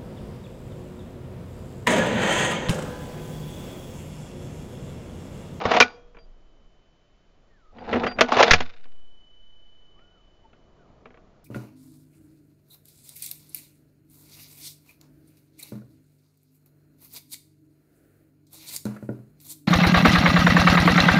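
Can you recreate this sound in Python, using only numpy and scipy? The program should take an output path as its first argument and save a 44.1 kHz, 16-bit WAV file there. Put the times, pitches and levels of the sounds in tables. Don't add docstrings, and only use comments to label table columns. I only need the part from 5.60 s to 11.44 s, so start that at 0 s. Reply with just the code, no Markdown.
import sys
import numpy as np
from scipy import signal
from scipy.fft import rfft, irfft, next_fast_len
from scipy.io import wavfile
from scipy.ndimage import uniform_filter1d, minimum_filter1d, map_coordinates

SR = 44100
rng = np.random.default_rng(int(sys.argv[2]) if len(sys.argv) > 2 else 0)


def generate_wav(signal):
    frames = np.transpose(np.atleast_2d(signal))
    scaled = np.clip(frames, -1, 1) * 32767
    pcm = np.round(scaled).astype(np.int16)
    wavfile.write(sys.argv[1], SR, pcm)


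N = 257632
TIME = np.arange(N) / SR


def amp(db):
    return 10 ** (np.asarray(db) / 20)


def unit(x):
    return x / np.sqrt(np.mean(x ** 2) + 1e-20)


def along(points, hz):
    f, value = np.transpose(points)
    return np.interp(np.log(hz + 1), np.log(f + 1), value)


def curves(rows):
    s, *columns = np.transpose(rows)
    return [np.interp(TIME, s, column) for column in columns]


def during(rows):
    to_nearest_end = np.minimum(TIME - rows[0][0], rows[-1][0] - TIME)
    return np.clip(to_nearest_end / 0.0027, 0, 1)


def wobble(knots_per_s):
    knots = rng.standard_normal(int(N * knots_per_s / SR) + 4)
    return map_coordinates(knots, [TIME * knots_per_s], order=1)


def filtered(x, response):
    size = next_fast_len(len(x) + 8192)
    spectrum = rfft(x, size) * response(np.fft.rfftfreq(size, 1 / SR))
    return irfft(spectrum, size)[:len(x)]


def noise(spectrum, size):
    return unit(filtered(rng.standard_normal(size), lambda hz: amp(along(spectrum, hz))))


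def ring(modes, t, scatter_db):
    out = 0
    for hz, db, t60 in modes:
        level = amp(db + scatter_db * rng.normal() - 60 * t / t60)
        out = out + level * np.sin(2 * np.pi * (hz * t + rng.random()))
    return out


def add(track, s, x):
    part = track[max(round(s * SR), 0):][:len(x)]
    part += x[:len(part)]


def struck(events, modes):
    out, t = np.zeros(N), np.arange(SR) / SR
    onset = 1 - np.exp(-t / 0.0015)
    for s, db in events:
        add(out, s, amp(db) * ring(modes, t, scatter_db=0.5) * onset)
    return out


# [t/s, level/dB]
BREEZE_LEVEL = [(0, -63), (1.0, -62), (1.3, -65), (3.5, -67.5), (4.8, -63.5), (5.2, -58), (5.84, -58)]
# [f/Hz, relative density/dB]
BREEZE_SPECTRUM = [(24, -39.5), (40, -10), (70, 1), (108, -1.5), (193, -2.5), (293, -5), (368, -4),
                   (521, -7.5), (643, -5), (850, -13.5), (1210, -13.5), (1620, -26), (2600, -35.5),
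                   (3380, -59.5), (5720, -120)]
# [t/s, level/dB]
LOW_SWELLS = [(0.72, -53.5), (2.5, -49.5)]
# [f/Hz, relative density/dB]
RUMBLE_SPECTRUM = [(10, -4.5), (28, -1.5), (45, -15), (90, -31), (200, -70)]
# [f/Hz, relative density/dB]
HISS_SPECTRUM = [(300, -23), (1500, 2), (4000, -4), (7000, -10.5)]
BREEZE_SWING_DB, BREEZE_KNOTS_PER_S = 1.8, 6
LOW_SWELL_HALF_S, LOW_FLOOR_DB, HISS_DB = 0.31, -59.5, -72.5


def air():
    breeze_db, = curves(BREEZE_LEVEL)
    breeze_db = breeze_db + BREEZE_SWING_DB * wobble(BREEZE_KNOTS_PER_S)
    breeze = amp(breeze_db) * noise(BREEZE_SPECTRUM, N)
    low_gain = amp(LOW_FLOOR_DB)
    for s, db in LOW_SWELLS:
        low_gain = low_gain + amp(db) * np.exp(-((TIME - s) / LOW_SWELL_HALF_S) ** 2)
    return breeze + low_gain * noise(RUMBLE_SPECTRUM, N) + amp(HISS_DB) * noise(HISS_SPECTRUM, N)


# [t/s, f/Hz, level/dB]
WHISTLES_AND_BLIP = [
    [(1.88, 1870, -80), (1.96, 1790, -66.5), (1.99, 1517, -71), (2.07, 1230, -64), (2.12, 1270, -65)],
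    [(4.36, 1136, -65), (4.43, 1400, -70), (4.54, 1435, -72), (4.62, 1180, -70)],
    [(4.82, 910, -85), (4.855, 889, -57), (4.89, 882, -80)],
    [(5.19, 1555, -68), (5.23, 1360, -66), (5.29, 1115, -78)],
]
PITCH_WAVER = .02


def bird_and_blip():
    out = np.zeros(N)
    for glide in WHISTLES_AND_BLIP:
        hz, db = curves(glide)
        phase = 2 * np.pi * np.cumsum(hz * (1 + PITCH_WAVER * wobble(35))) / SR
        tone = np.sin(phase) + wobble(100) * np.cos(phase)
        out += during(glide) * amp(db) * tone
    return out


# [f/Hz, t60/s]
ECHO_DECAY = [(100, 0.98), (500, 0.95), (2000, 0.44), (7000, .5)]


def garden(x):
    hz, t, z = signal.stft(rng.standard_normal(SR), SR, nperseg=256)
    decay = amp(-60 * t / along(ECHO_DECAY, hz)[:, None])
    tail = signal.istft(z * decay, SR, nperseg=256)[1]
    tail *= 1 - np.exp(-np.arange(len(tail)) / SR / .015)
    return signal.fftconvolve(x, tail / np.linalg.norm(tail))[:N]


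SPRING_MODES_HZ = (3000, 3031)
# [t/s, lower mode/dB, upper mode/dB]
SPRING_SWELLS = [(0.2, -89, -72), (2.93, -58, -66)]
SING_PEAK_S, SING_SHARPNESS = .9, 3.8


def spring():
    out = np.zeros(N)
    for s, *levels_db in SPRING_SWELLS:
        age = np.maximum(TIME - s, 0) / SING_PEAK_S
        swell = (age * np.exp(1 - age)) ** SING_SHARPNESS
        for hz, db in zip(SPRING_MODES_HZ, levels_db):
            out += swell * amp(db) * np.sin(2 * np.pi * hz * TIME + .12 * wobble(40))
    return out


def jolt():
    since = np.maximum(TIME - 2.9089, 0)

    def hump(peak_s):
        return since / peak_s * np.exp(1 - since / peak_s)

    push = amp(-19.3) * hump(.092) - amp(-11.5) * hump(.011)
    bass_cut = signal.butter(2, .73, 'highpass', fs=SR, output='sos')
    return signal.sosfilt(bass_cut, push)


# [t/s, level/dB]
TABLE_KICKS = [(0.053, -25.5), (0.203, -30.5), (2.33, -37.5), (2.768, -30), (2.909, -22), (2.932, -20),
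               (3.004, -35.5)]
# [f/Hz, relative level/dB, t60/s]
TABLE_MODES = [(67, -3.5, 0.12), (86, -5, 0.21), (105, -1.5, .09), (176, -1.5, 0.14), (235, -3, 0.057)]


def table():
    return struck(TABLE_KICKS, TABLE_MODES)


# [t/s, level/dB]
STOP_BLOWS = [(0.204, -41.5)]
# [f/Hz, relative level/dB, t60/s]
FRAME_MODES = [(483, 0, 1.0), (3270, -19, 1.05), (6480, -18, .38), (6925, -24, .4)]


def frame():
    return struck(STOP_BLOWS, FRAME_MODES)


# [t/s, level/dB, length/s]
BRASS_PINGS = [(0.225, -42, .14), (0.587, -56, .065), (2.186, -58, .03), (2.473, -39, .08)]
# [f/Hz, relative level/dB, t60/s until the stop]
BRASS_MODES = [(3252, 0.5, 0.051), (4743, -5, 0.62)]
STOP_DECAY_S = .006


def brass_pings():
    out, t = np.zeros(N), np.arange(SR // 2) / SR
    onset = 1 - np.exp(-t / 0.0015)
    for s, db, length_s in BRASS_PINGS:
        cutoff = np.exp(-np.maximum(t - length_s, 0) / STOP_DECAY_S)
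        add(out, s, amp(db) * ring(BRASS_MODES, t, scatter_db=3.0) * onset * cutoff)
    return out


# [start t/s, swell/s, end t/s, rumble level/dB, scrape level/dB, speed 0-1]
BOLT_STROKES = [(-0.15, 0.23, 0.21, -24.5, -33, .78), (2.12, 0.18, 2.47, -28, -41, .28),
                (2.535, 0.056, 2.63, -31.5, -47.5, 0.2), (2.64, 0.1, 2.9, -24, -26.5, .85)]
SWELL_DB, GRIP_S = 21.5, .03
RELEASE_DB_PER_S, SCRAPE_GROWS_DB = 269.5, 14
CLOSED_S = 2.932
RATTLE_DB, RATTLE_T60_S, SURGE_HZ, SURGE_DB = -36.5, .62, 27, 5


def bolt_speed(s):
    times = [edge for start, _, end, *_ in BOLT_STROKES for edge in (start, end)]
    return np.interp(s, times, np.repeat([stroke[-1] for stroke in BOLT_STROKES], 2))


def rubbing():
    rumble = scrape = 0
    for start, swell, end, rumble_db, scrape_db, _ in BOLT_STROKES:
        swell_db = SWELL_DB * np.clip(1 - (TIME - start) / swell, 0, 1)
        release_db = RELEASE_DB_PER_S * np.maximum(TIME - end, 0)
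        gain = np.clip((TIME - start) / GRIP_S, 0, 1) * amp(-swell_db - release_db)
        to_go = np.clip((end - TIME) / (end - start), 0, 1)
        rumble = rumble + gain * amp(rumble_db)
        scrape = scrape + gain * amp(scrape_db - SCRAPE_GROWS_DB * to_go ** 2)
    since = np.maximum(TIME - CLOSED_S, 0)
    surge_db = SURGE_DB * np.cos(2 * np.pi * SURGE_HZ * since)
    rattle = (since > 0) * amp(RATTLE_DB - 60 * since / RATTLE_T60_S - surge_db)
    return rumble, np.hypot(scrape, rattle)


def slips(per_s):
    hits = rng.random(N) < per_s / SR
    return hits * rng.uniform(-1, 1, N) * amp(3 * wobble(110))


# [f/Hz, width of one pass/Hz, relative level at half speed/dB]
RAIL_RESONANCES = [(84, 70, -15), (228, 83, -3), (337, 110, -5), (480, 140, 0), (664, 230, -3),
                   (742, 220, -5.5), (830, 160, -15), (1180, 190, -11.5)]
# [f/Hz, relative density/dB]
SCRAPE_SPECTRUM = [(500, -34), (1000, -1), (1500, 7.5), (2000, 0.5), (2600, 5.5), (3600, -2.5), (5000, -9),
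                   (7000, -36.5)]


def slide():
    speed = bolt_speed(TIME)
    rub, body, power = slips(per_s=2700), 0, 0
    for fc, width, db in RAIL_RESONANCES:
        gain = amp(db + 11 * (speed - .5) * np.log2(fc / 450))
        resonance = filtered(rub, lambda f: (1j * f * width / (fc * fc - f * f + 1j * f * width)) ** 2)
        body = body + gain * unit(resonance)
        power = power + gain ** 2
    body = body / np.sqrt(power)
    t = np.arange(SR // 10) / SR
    slip_ring = noise(SCRAPE_SPECTRUM, len(t)) * amp(-60 * t / 0.0073)
    bright = unit(signal.fftconvolve(slips(per_s=800), slip_ring)[:N])
    dull = unit(filtered(bright, lambda hz: 1 / (1 + (hz / 2800) ** 4)))
    brightness = np.clip(2 * speed, 0, 1)
    grit = brightness * bright + (1 - brightness) * dull
    rumble, scrape = rubbing()
    return rumble * body + scrape * grit


# [t/s, clack level/dB, body re clack/dB, carrier ring level/dB]
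CARRIER_SLAMS = [(0.2015, 3.5, -6, -1), (0.2226, -11, -9.5, 1), (2.6083, -2, -1.5, -13),
                 (2.827, -3, -2.5, -23.5), (2.9083, 1.5, -14, -25.5), (2.9331, -2, -8.5, 0),
                 (3.004, -19, 0.5, -40)]
# [f/Hz, relative level/dB, t60/s]
CARRIER_MODES = [(2360, -9.5, 0.051), (2397, -3, 0.033)]


def carrier():
    return struck([(s, ring_db) for s, _, _, ring_db in CARRIER_SLAMS], CARRIER_MODES)


# [t/s, clack level/dB, thud re clack/dB]
BOLT_CATCHES = [(0.0105, -27.5, -5.5), (0.052, -16.5, 0), (0.087, -29, -4), (0.108, -18.5, -5.5),
                (0.1135, -12.5, -11), (0.136, -14.5, -7.5), (0.145, -16.5, -3.5), (0.1636, -11, -10),
                (2.327, -17, 0), (2.354, -22.5, 7), (2.434, -18.5, 0), (2.463, -16, -6.5),
                (2.511, -31.5, -9.5), (2.5853, -14.5, -9.5), (2.636, -28.5, 4), (2.684, -26, -6.5),
                (2.7185, -13.5, -6.5), (2.7662, -13, -1), (2.787, -13, -13.5), (2.7938, -11, -9),
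                (2.8013, -7.5, -4.5), (2.8789, -17.5, -12.5)]
# [t/s, level/dB]
LOOSE_TICKS = [(0.547, -48.5), (0.568, -43.5), (0.585, -48.5), (2.184, -39.5), (3.253, -51), (4.391, -56),
               (4.85, -67), (4.93, -51.5), (5.4555, -40), (5.5047, -49.5), (5.542, -48.5), (5.572, -50)]
SLAM_THUD_DB, SLAM_EDGE_DB, SLAM_RISE_S, SLAM_CHATTER_S = -7, -4.5, .0004, 0.01
CATCH_KNOCK_DB, CATCH_EDGE_DB, CATCH_RISE_S = 1, -13, .0016
KNOCK_DB_PER_SPEED, EDGE_DB_PER_SPEED, CATCH_CHATTER_S = 11, 15.5, 0.013
TICK_THUD_DB, TICK_KNOCK_DB, TICK_EDGE_DB = -2.5, 0.5, -19.5
TICK_RISE_S, TICK_CHATTER_S = .0004, 0.0036


def contacts():
    rows = []
    for s, db, body_db, _ in CARRIER_SLAMS:
        rows.append((s, db, body_db + SLAM_THUD_DB, body_db, SLAM_EDGE_DB, SLAM_RISE_S, SLAM_CHATTER_S))
    for s, db, thud_db in BOLT_CATCHES:
        faster = bolt_speed(s) - .5
        knock_db = CATCH_KNOCK_DB + KNOCK_DB_PER_SPEED * faster
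        edge_db = CATCH_EDGE_DB + EDGE_DB_PER_SPEED * faster
        rise_s = CATCH_RISE_S * np.exp(-2 * faster)
        rows.append((s, db, thud_db, knock_db, edge_db, rise_s, CATCH_CHATTER_S))
    for s, db in LOOSE_TICKS:
        rows.append((s, db, TICK_THUD_DB, TICK_KNOCK_DB, TICK_EDGE_DB, TICK_RISE_S, TICK_CHATTER_S))
    return rows


# [f/Hz, relative level/dB, t60/s before damping]
RECEIVER_MODES = [(247.3, -4, 0.19), (466.5, -0.5, .14), (655, 0, 0.095), (723, 2.5, 0.15), (776, -6, .1),
                  (1138, -5, .08), (1345, 0.5, 0.063), (1468, -5, 0.24), (1693, 3, 0.05), (1950, -2, 0.076),
                  (2150, -2.5, 0.03), (2372, -1, 0.059), (2643, -3, .07), (2700, -7, 0.042),
                  (3250, -8, .07), (3290, -10, 0.058), (3760, -10, .06), (4040, -8.5, 0.052),
                  (4900, -10.5, .06), (5400, -9, 0.038), (6330, -20, 0.067)]
# [f/Hz, relative density/dB]
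CLACK_SPECTRUM = [(47, -38), (80, -12.5), (146, -19), (332, -5.5), (688, -3), (1020, -5.5), (2070, -4),
                  (2320, -5), (2850, -7.5), (5810, -16.5), (7000, -24), (9100, -59.5), (15400, -120)]
REGISTERS_HZ = [(100, 550), (550, 1100), (1100, 3000), (3000, 9000)]
HELD_T60_S, LOOSE_T60_S = 0.75, 0.085


def clacks():
    out, t = np.zeros(N), np.arange(SR // 4) / SR
    filters = [signal.butter(3, edges, 'bandpass', fs=SR, output='sos') for edges in REGISTERS_HZ]
    for s, db, thud_db, knock_db, edge_db, rise_s, chatter_s in contacts():
        fade = 1 / (1 + (t / chatter_s) ** 4) + amp(-60 * t / LOOSE_T60_S)
        modes = ring(RECEIVER_MODES, t, scatter_db=4.0) * amp(-60 * t / HELD_T60_S)
        blow = noise(CLACK_SPECTRUM, len(t)) * fade + .5 * modes
        blow *= 1 - np.exp(-t / max(rise_s, .0002))
        weights_db = (thud_db + 2.5, knock_db, -1.2, edge_db - 2.5)
        for sos, weight_db in zip(filters, weights_db):
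            part = signal.sosfilt(sos, blow)
            strength = 2.5 * np.sqrt(np.mean(part[t < .012] ** 2))
            add(out, s, amp(db + weight_db) * part / strength)
    return out


def scene():
    rings = carrier() + brass_pings() + frame() + table()
    rifle = clacks() + slide() + rings
    echo = amp(-36) * garden(rifle)
    return (rifle + echo + jolt() + spring() + bird_and_blip() + air())[None]


BAND_HZ, TOP_HZ = 7300, 16000


def record(dry):
    narrow = filtered(dry[0], lambda hz: 1 / np.sqrt(1 + (hz / BAND_HZ) ** 120))
    needed = np.minimum(1, 1.13 / (np.abs(narrow) + 1e-9))
    gain = uniform_filter1d(minimum_filter1d(needed, size=90), size=90)
    clipped = np.clip(narrow * gain, -1, 1)
    return filtered(clipped, lambda hz: hz < TOP_HZ)[None]


dry = scene()
out = record(dry)
generate_wav(out)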